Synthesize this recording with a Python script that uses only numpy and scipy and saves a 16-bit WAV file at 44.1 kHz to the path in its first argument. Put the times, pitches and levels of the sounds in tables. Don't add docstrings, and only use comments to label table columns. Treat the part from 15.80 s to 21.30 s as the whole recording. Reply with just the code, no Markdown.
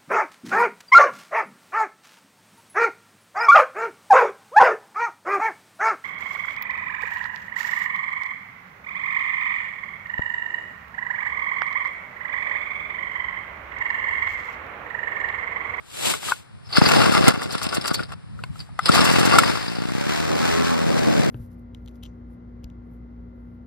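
import sys
import numpy as np
from scipy import signal
from scipy.fft import rfft, irfft, next_fast_len
from scipy.io import wavfile
from scipy.ndimage import uniform_filter1d, map_coordinates

SR = 44100
rng = np.random.default_rng(int(sys.argv[2]) if len(sys.argv) > 2 else 0)


def wrap_up_sound(samples):
    columns = np.atleast_2d(samples).T
    tamed = np.clip(columns, -1, 1)
    steps = np.round(tamed * 32767).astype(np.int16)
    wavfile.write(sys.argv[1], SR, steps)


N = 242550

# time in seconds, speed in turns per second.
CRANK = [
    [(1.191, 42), (1.26, 37), (1.35, 36), (1.43, 31), (1.585, 28)],
    [(3.167, 40), (3.34, 42), (3.433, 44), (3.562, 49), (3.756, 54), (4.072, 60), (4.152, 64), (4.212, 70),
     (4.35, 75.5), (4.45, 78), (4.65, 81.8), (4.85, 84.5), (4.95, 81.5), (5.05, 79.5), (5.15, 79),
     (5.25, 75.7), (5.5, 71.5)],
]
# time in seconds, strength of the pulse in dB.
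LOW_THUMPS = [(0.983, 6), (1.019, 7), (1.067, -1), (1.118, -11), (1.168, -1), (1.481, 10), (1.658, -12),
              (1.753, -8.5), (1.867, -9), (1.981, -5.5), (2.113, -5), (2.205, -11), (3.096, 6.5),
              (3.137, -7), (5.397, -1)]
# second of full load, second of the cord stop, rumble level in dB,
# roar level in dB, hiss level in dB.
PULLS = [(1.038, 1.498, -20.5, -19, -19.5), (3.132, 3.54, -18.5, -23, -19.5)]
PULSE_DB = (-3, -10, -14)
UNEVEN_DB = (1.5, 1, 3.3)
ALTERNATE_DB = (0, 0, 3.5)


def port_openings():
    t = np.arange(N) / SR
    state = np.select([t > PULLS[1][1], t > PULLS[1][0], t > PULLS[0][1]], [2, 0, 1], 0)
    strength_db, uneven_db, alternate_db = (np.take(db, state) for db in (PULSE_DB, UNEVEN_DB, ALTERNATE_DB))
    clicks, chance = np.zeros(N), rng.standard_normal(N)
    for rows in CRANK:
        turns = np.cumsum(in_time(rows, 0)[0]) / SR
        at = np.flatnonzero(np.diff(np.ceil(turns))) + 1
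        strong_weak = (-1) ** np.arange(len(at))
        by_chance = uneven_db[at] * np.clip(chance[at], -2, 1)
        clicks[at] = from_db(strength_db[at] + by_chance + alternate_db[at] * strong_weak)
    for s, db in LOW_THUMPS:
        clicks[round(s * SR)] = from_db(db)
    return clicks


# pitch in Hz, width in Hz, level in dB before a shared 4 dB cut.
MUFFLER = [(160, 90, -2), (250, 130, -1), (420, 160, -12), (580, 200, -11)]
# frequency in Hz, relative strength in dB per Hz.
AIR_COLOUR = [(580, -13.5), (900, -9.5), (1600, -7.5), (3200, -13.5), (5000, -15), (8000, -22.5),
              (15000, -34)]
# frequency in Hz, relative strength in dB per Hz.
ROAR_COLOUR = [(40, -21), (120, 1.5), (220, 1.5), (400, -3.5), (600, -3.5), (900, -12)]
TURN_THROB, TURN_THROB_S = .9, .003


def engine(clicks):
    opening = uniform_filter1d(clicks, size=25)
    thump = sum(from_db(db - 4) * ring(-opening, hz, 2.2 / width) for hz, width, db in MUFFLER)
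    thump = signal.lfilter(*signal.butter(2, 110, "high", fs=SR), thump)

    spit_gain = signal.lfilter([1], [1, -np.exp(-1 / (0.0015 * SR))], clicks)
    spit = from_db(-31.0) * spit_gain * coloured(rng.standard_normal((2, N)), AIR_COLOUR)

    push = signal.lfilter([TURN_THROB], [1, -np.exp(-1 / (TURN_THROB_S * SR))], clicks > 0)
    throb = from_db(1.2 * drift(10) + 1.5 * drift(100)) * (.8 + push)
    roar_gain, hiss_gain = air_flow()
    opposed = 0.88 * rng.standard_normal(N) * [[1], [-1]]
    roar_noise = coloured(rng.standard_normal((2, N)) + opposed, ROAR_COLOUR)
    roar = roar_gain * from_db(2.5 * drift(9)) * roar_noise
    hiss = hiss_gain * throb * coloured(grainy(9000, 1.9), AIR_COLOUR)
    return thump * [[1], [-.8]] + hum() + spit + roar + hiss


HUM_ORDERS_DB = [-9, -2, -3, -14, -11, -14, -7, -9, -9, -6, -9, -8, -11, -10, -11, -12]
HUM_DB, HUM_TURNS_PER_S = -31, 80
HUM_DB_PER_TURN = .7
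HUM_PORT_STEP = .009


def hum():
    speed, = in_time(CRANK[1], 0)
    angle = 2 * np.pi * np.cumsum(speed * (1 + .006 * drift(12))) / SR
    swing = [from_db(db + 5 * drift(8)) for db in HUM_ORDERS_DB]
    tones = np.zeros((2, N))
    for k, gain in enumerate(swing, start=1):
        port_phase = [[0], [np.pi - k ** 2 * HUM_PORT_STEP]]
        tones += gain * np.sin(k * angle + rng.uniform(0, 2 * np.pi) + port_phase)
    return from_db(HUM_DB + HUM_DB_PER_TURN * (speed - HUM_TURNS_PER_S)) * tones


# time in seconds, roar level in dB, hiss level in dB.
AIR = [(3.55, -21.5, -23), (3.7, -28, -26.5), (3.95, -58, -38), (4.3, -55, -28.5), (4.5, -24.5, -26.5),
       (4.7, -27, -24.5), (4.85, -31, -25.5), (5.0, -29.5, -29), (5.2, -23.5, -27), (5.5, -22, -27.5)]
# roar level in dB, hiss level in dB, fading of the hiss in dB per second.
COAST = (-39.5, -37.5, 8)


def air_flow():
    roar_db, hiss_db, fading = COAST
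    roar, hiss = from_db(in_time(AIR, -99))
    roar = roar + pulled(column=3, sag=9.9) + coasting(roar_db)
    hiss = hiss + pulled(column=4, sag=13.8) + coasting(hiss_db, fading)
    return roar, hiss


PULL_RISE_DB_PER_S = 295
CUT_DB_PER_S = 600


def pulled(column, sag):
    return sum(swell(row[0], row[1], row[column], PULL_RISE_DB_PER_S, CUT_DB_PER_S, sag) for row in PULLS)


COAST_END_S = 2.22


def coasting(db, fading=0):
    return swell(PULLS[0][1], COAST_END_S, db, CUT_DB_PER_S, CUT_DB_PER_S / 2, fading)


# second of the loudest moment, level in dB.
PUFFS = [(1.09, -23), (1.33, -28), (1.635, -34), (1.728, -30.5), (1.836, -25.5), (1.951, -25.5),
         (2.08, -24), (2.146, -23), (3.152, -20.5), (3.251, -20), (3.329, -26), (3.398, -24), (3.46, -22.5)]
# frequency in Hz, relative strength in dB per Hz.
PUFF_COLOUR = [(3000, 4), (5000, 10.5), (8000, 11.5), (11000, 5), (15000, 2)]
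PUFF_S = 0.0094


def puffs():
    t = np.arange(N) / SR
    puff_gain = sum(from_db(db) * np.exp(-((t - s) / PUFF_S) ** 2) for s, db in PUFFS)
    return puff_gain * coloured(grainy(14000, 0.71), PUFF_COLOUR)


# pitch in Hz, level in dB, free decay by 60 dB in seconds.
CASING = [(820, -5, 0.037), (1186.4, -5.5, 0.084), (1389, -10, 0.075), (1404, -12, 0.15), (1667, -1, 0.019),
          (2076, -13, 0.11), (2690, -4, 0.055), (3400, -15, 0.049), (4580, -10, 0.035)]
# pitch in Hz, level in dB, free decay by 60 dB in seconds.
SPRING = [(4520, -2, 0.038), (4740, -5, 0.14), (4906, 1.5, 0.029), (4954, -8, 0.05), (5260, 0.5, 0.032)]
# frequency in Hz, relative strength in dB per Hz.
WHIRR_COLOUR = [(2500, 10), (3600, 14), (4700, 9.5), (5200, 18), (6200, -2), (8500, 8.5), (11000, 4.5),
                (15000, -53)]
# time in seconds, peak level in dB, pitch in Hz.
SLIPS = [(1.628, -31.5, 4550), (1.707, -37, 4760), (1.779, -27.5, 4440), (1.827, -37, 4580),
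         (1.889, -27, 5160), (1.923, -37, 5070), (1.943, -36, 5070), (2.0109, -26.5, 5300),
         (2.04, -29, 4360), (2.056, -32, 4700), (2.077, -24.5, 4630), (2.142, -22, 4600),
         (2.231, -33.5, 4700), (2.791, -40.5, 5100), (2.8013, -37, 4500), (3.0563, -16, 4970),
         (3.1178, -18, 4800), (3.1508, -26, 4900)]
# time in seconds, peak level in dB, pitch of the part struck in Hz.
CATCHES = [(1.054, -11, 1470), (1.112, -10, 850), (1.135, -8.5, 844), (1.161, -10, 780), (1.183, -8.5, 785),
           (1.202, -15, 1370), (1.231, -18, 1180), (1.256, -16.5, 1200), (1.277, -27, 1190),
           (1.336, -7.5, 1310), (1.37, -11.5, 825), (1.44, -19, 1230), (1.536, -25, 1420),
           (1.746, -31, 1440), (1.814, -24.5, 1400), (1.926, -22.5, 1400), (1.944, -22, 1390),
           (1.974, -23, 1440), (2.054, -22.5, 1440), (2.105, -19.5, 1460), (3.152, -13, 1170),
           (3.178, -8.5, 1040), (3.205, -7, 1120), (3.253, -8, 1440), (3.274, -17, 1360),
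           (3.522, -20, 1360), (3.538, -24, 1190)]
SLIP_T60_S, SLIP_RING_DB = 0.067, -3
CATCH_CHATTER_S = 0.001
CATCH_RASP_DB, CATCH_RASP_T60_S = -6, .06
PULL_WHIRR_DB = -5.5
TURN_SHAKE, TURN_SHAKE_S = .4, 0.0074


def starter(clicks):
    rumble_gain, whirr_gain = cord()
    rubbing, ticking = grainy(500, 3.5), grainy(1800, 3.5)
    rattling = sum(from_db(db + 2.95 * drift(34.0)) * ring(rubbing, hz, 0.28 * t60) for hz, db, t60 in CASING)
    rumble = at_ports(rms_one(rattling))
    singing = sum(from_db(db + 12.0 * drift(9.6)) * ring(ticking, hz, .5 * t60) for hz, db, t60 in SPRING)
    whirr = coloured(ticking, WHIRR_COLOUR) + from_db(-3) * rms_one(singing)
    shake = signal.lfilter([TURN_SHAKE], [1, -np.exp(-1 / (TURN_SHAKE_S * SR))], np.minimum(clicks, 1))
    uneven = from_db(2.2 * drift(40)) * (0.6 + shake)

    s, peak_db, hz = np.transpose(SLIPS)
    slips = bursts(s, peak_db, SLIP_T60_S, attack_s=0.0016) * whirr
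    slips = slips + strike(s, peak_db + SLIP_RING_DB, hz, SPRING, 5.5, focus_db=42,
                           chatter_s=CATCH_CHATTER_S, detune=0.0124)
    s, peak_db, hz = np.transpose(CATCHES)
    catches = at_ports(strike(s, peak_db, hz, CASING, 0.69, focus_db=39,
                              chatter_s=CATCH_CHATTER_S, detune=0.0425))
    rasp_gain = bursts(s, peak_db + CATCH_RASP_DB, CATCH_RASP_T60_S, attack_s=0.0017)
    rasps = rasp_gain * (rumble + from_db(PULL_WHIRR_DB) * whirr)
    return uneven * (rumble_gain * rumble + whirr_gain * whirr) + slips + catches + rasps


# time in seconds, rumble level in dB, whirr in dB relative to the rumble.
JOLTS = [(0.98, -17, 2), (1.487, -12, -9.5), (3.065, -36.5, 9.5), (3.1, -24.5, 1.5), (3.282, -16.5, -39),
         (3.542, -17.5, -23), (3.592, -15, -18)]
JOLT_RISE_DB_PER_S, JOLT_FALL_DB_PER_S = 345, 616
# second of the break, rumble level in dB, whirr in dB relative to the rumble.
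REWIND = [(1.652, -26, -16), (1.755, -29, -1), (1.867, -23.5, -0.5), (1.974, -27.5, -2), (2.071, -33, -10),
          (2.117, -28.5, -4), (2.209, -33, 2), (2.335, -32, -7.5)]
REWIND_RISE_DB_PER_S, REWIND_FALL_DB_PER_S = 210, 1198
# rumble level in dB, whirr in dB relative to the rumble, fading in dB per second.
RATTLE = (-30, -8, 45)
# rumble level in dB, whirr in dB relative to the rumble, fading in dB per second.
RUN_BACK = (-22, -3.5, 26.4)


def cord():
    parts = [(pulled(column=2, sag=6), PULL_WHIRR_DB)]
    db, whirr_db, fading = RUN_BACK
    stop = PULLS[1][1]
    parts += [(swell(stop, stop, db, CUT_DB_PER_S, fading), whirr_db)]
    db, whirr_db, fading = RATTLE
    parts += [(coasting(db, fading), whirr_db)]
    for s, db, whirr_db in JOLTS:
        parts += [(swell(s, s, db, JOLT_RISE_DB_PER_S, JOLT_FALL_DB_PER_S), whirr_db)]
    for s, db, whirr_db in REWIND:
        parts += [(swell(s, s, db, REWIND_RISE_DB_PER_S, REWIND_FALL_DB_PER_S), whirr_db)]
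    rumble_gain = sum(gain for gain, _ in parts)
    whirr_gain = sum(gain * from_db(whirr_db) for gain, whirr_db in parts)
    return rumble_gain, whirr_gain


# time in seconds, peak level in dB, pitch of the part struck in Hz, crack level in dB.
KNOCKS = [(0.336, -13, 1450, -18), (0.429, -20.5, 1400, -46), (0.484, -13, 1380, -35),
          (0.509, -17, 1400, -40), (0.519, -0.5, 1200, -40), (0.905, -31, 1200, -63),
          (0.968, -3.5, 1560, -15), (1.015, -0.5, 815, -54), (1.087, -3.5, 1130, -14),
          (1.48, 1.5, 1120, 2.5), (1.617, -18.5, 1390, -26), (2.192, -14.5, 1400, -35),
          (2.226, -22, 1400, -41), (2.32, -22, 1420, -36), (2.59, -32, 1320, -51),
          (2.637, -15.5, 2700, -33.5), (2.755, -27.5, 850, -58), (2.89, -35.5, 910, -62),
          (2.99, -2.5, 1070, -24.5), (3.09, -8, 1390, -13.5), (3.585, 4.5, 1140, 3.5),
          (3.633, -5.5, 1200, -19)]
# frequency in Hz, relative strength in dB per Hz.
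SKIN_COLOUR = [(800, 0), (1300, 4), (2000, 1), (2500, 6), (3200, 8), (6000, -0.5), (8000, 5), (11000, -2.5),
               (15000, -10)]
KNOCK_RING = .3
KNOCK_CHATTER_S, CRACK_T60_S = 0.0014, 0.028


def knocks():
    s, peak_db, struck_hz, crack_db = np.transpose(KNOCKS)
    crack = bursts(s, crack_db, CRACK_T60_S, attack_s=0.0016) * coloured(grainy(15000, 0.29), SKIN_COLOUR)
    held = [(hz, db, KNOCK_RING * t60) for hz, db, t60 in CASING]
    rings = strike(s, peak_db, struck_hz, held, 1.9, focus_db=11, chatter_s=KNOCK_CHATTER_S, detune=0.047)
    return at_ports(rings) + crack


# start and end of full strength in seconds, hiss level in dB, dull scrub level in dB,
# rise in dB per second, fall in dB per second.
HAND = [(0.252, 0.315, -20.5, -36, 170, 280), (0.283, 0.295, -40, -27, 250, 300),
        (0.455, 0.5, -27, -39, 300, 220), (0.95, 0.967, -41, -55, 269, 905),
        (2.597, 2.65, -60, -50, 294, 298), (2.763, 2.83, -50, -57, 293, 304.5)]


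def hand():
    bright, dull = (sum(swell(row[0], row[1], row[k], *row[4:]) for row in HAND) for k in (2, 3))
    hiss = coloured(grainy(7400, 0.81), SKIN_COLOUR)
    scrub_colour = [(60, -3), (130, 11), (300, 5.0), (550, 10), (1100, 0)]   # (Hz, dB per Hz)
    scrub = coloured(rng.standard_normal(N), scrub_colour) * [[1], [-.8]]
    return from_db(1.4 * drift(34)) * (bright * hiss + dull * scrub)


# time in seconds, middle level in dB.
WIND = [(0, -52), (.3, -45), (.7, -46), (1.1, -36), (1.7, -43), (2.1, -41), (2.3, -34), (2.45, -37.5),
        (2.6, -35), (3, -36), (3.4, -30), (3.8, -43), (5.5, -48)]
# frequency in Hz, relative strength in dB per Hz.
OUTDOORS = [(300, 13), (600, 9), (1200, 12), (3000, 3), (5000, 0), (6500, -12), (10000, 0.5), (15000, -114)]
OUTDOORS_DB = -52


def outdoors():
    wind_colour = [(20, -19), (60, 19.0), (130, 22.0), (220, 9.0), (350, -11.0), (500, -38.0)]   # (Hz, dB per Hz)
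    lumps = coloured(rng.standard_normal((2, N)), wind_colour)
    wind = from_db(in_time(WIND)[0] + 3.5 * drift(14) + 1.5 * drift(4)) * lumps
    return wind + from_db(OUTDOORS_DB) * coloured(rng.standard_normal((2, N)), OUTDOORS)


def from_db(db):
    return np.exp(np.log(10) / 20 * np.asarray(db))


def rms_one(x):
    return x / np.sqrt(np.mean(x ** 2) + 1e-20)


def in_time(rows, outside=None):
    s, *columns = np.transpose(rows)
    return [np.interp(np.arange(N) / SR, s, c, outside, outside) for c in columns]


def swell(start, stop, db, rise, fall, sag=0):
    t = np.arange(N) / SR
    before, during, after = np.maximum(start - t, 0), np.clip(t - start, 0, stop - start), np.maximum(t - stop, 0)
    return from_db(db - rise * before - sag * during - fall * after)


def bursts(times, level_db, t60, attack_s):
    out = np.zeros(N)
    for s, db in zip(times, level_db):
        after = np.arange(N - round(s * SR)) / SR
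        out[N - len(after):] += from_db(db - 60 * after / t60) * np.minimum(after / attack_s, 1)
    return out


def drift(rate):
    r = np.exp(-2 * np.pi * rate / SR)
    return rms_one(signal.lfilter([1], [1, -2 * r, r * r], rng.standard_normal(N + SR))[SR:])


def coloured(x, colour):
    size, (hz, db) = next_fast_len(N), np.transpose(colour)
    f = np.arange(size // 2 + 1) * SR / size + 1
    gain = from_db(np.interp(np.log(f), np.log(hz), db, db[0], db[-1] - 35))
    return rms_one(irfft(rfft(x, size) * gain, size)[..., :N])


def grainy(per_s, spread_db):
    sizes = from_db(spread_db * np.minimum(rng.exponential(1, (2, N)), 4)) * rng.choice([-1, 1], (2, N))
    return rms_one(sizes * (rng.random((2, N)) < per_s / SR))


def ring(clicks, hz, t60):
    r, w = from_db(-60 / (t60 * SR)), 2 * np.pi * hz / SR
    return signal.lfilter([0, np.sin(w)], [1, -2 * r * np.cos(w), r * r], clicks + 1e-18)


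def strike(times, level_db, struck_hz, modes, spread_db, focus_db, chatter_s, detune):
    out, t = np.zeros((2, N + SR)), np.arange(SR // 6) / SR
    hz, mode_db, t60 = np.transpose(modes)[..., None]
    first = t[:SR // 50]
    contact = np.sqrt(first) * np.exp(-first / chatter_s)
    for s, db, pitch in zip(times, level_db, struck_hz):
        chance = rng.standard_normal((4, len(modes), 1))
        bent = hz * (1 + detune * chance[3])
        own_db = db + mode_db - focus_db * abs(np.log2(hz / pitch)) + spread_db * chance[:2]
        push = 2 * np.cos(2 * np.pi * bent * first) / contact.sum()
        scratch = rng.standard_normal(len(first)) / np.linalg.norm(contact)
        chatter = contact * (push + scratch)
        sines = from_db(-60 * t / t60) * np.sin(2 * np.pi * bent * t)
        rings = signal.fftconvolve(sines, chatter, axes=1)[:, :len(t)]
        out[:, round(s * SR):][:, :len(t)] += np.sum(from_db(own_db) * np.sign(chance[2]) * rings, axis=1)
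    return out[:, :N]


PORTS_ALIKE, PORTS_APART = 0.46, 1.68


def at_ports(x):
    shifted = np.real(signal.hilbert(x[0]) * np.exp(-1j * PORTS_APART))
    return np.array([x[0], PORTS_ALIKE * shifted + np.sqrt(1 - PORTS_ALIKE ** 2) * x[1]])


def scene():
    clicks = port_openings()
    return engine(clicks) + puffs() + starter(clicks) + knocks() + hand() + outdoors()


# frequency in Hz, left over right in dB.
LEFT_OVER_RIGHT = [(60, 1), (120, 0.5), (240, 1.5), (480, -1.5), (950, 4.5), (1890, 2), (3770, 4),
                   (7520, 0), (15000, 4)]
WIDEN_HZ = (232, 1040)
WIDEN = 0.72
PORT_LAG_SAMPLES, PORT_CROSS, CROSS_CUT_HZ = 13.09, 0.51, 5600
CUTOFF_HZ = 15900


def record(dry):
    delayed = np.tile(np.arange(N) - PORT_LAG_SAMPLES, (2, 1))
    late = map_coordinates(dry[::-1], [np.repeat([[0], [1]], N, axis=1), delayed], order=1)
    late = signal.lfilter(*signal.butter(1, CROSS_CUT_HZ, fs=SR), late)
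    aimed = (dry - PORT_CROSS * late) / np.sqrt(2)

    side = signal.lfilter(*signal.butter(1, WIDEN_HZ, "band", fs=SR), aimed[0] - aimed[1]) / 2
    wide = aimed + WIDEN * side * [[1], [-1]]
    hz, db = np.transpose(LEFT_OVER_RIGHT)
    lean = np.interp(np.log(np.arange(N // 2 + 1) * SR / N + 1), np.log(hz), db) / 2
    wide = irfft(rfft(wide) * from_db([lean, -lean]), N)

    wide = signal.lfilter(*signal.butter(1, 45, "high", fs=SR), wide)
    return signal.sosfilt(signal.cheby2(14, 70, CUTOFF_HZ, fs=SR, output="sos"), np.tanh(wide))


dry = scene()
out = record(dry)
wrap_up_sound(out)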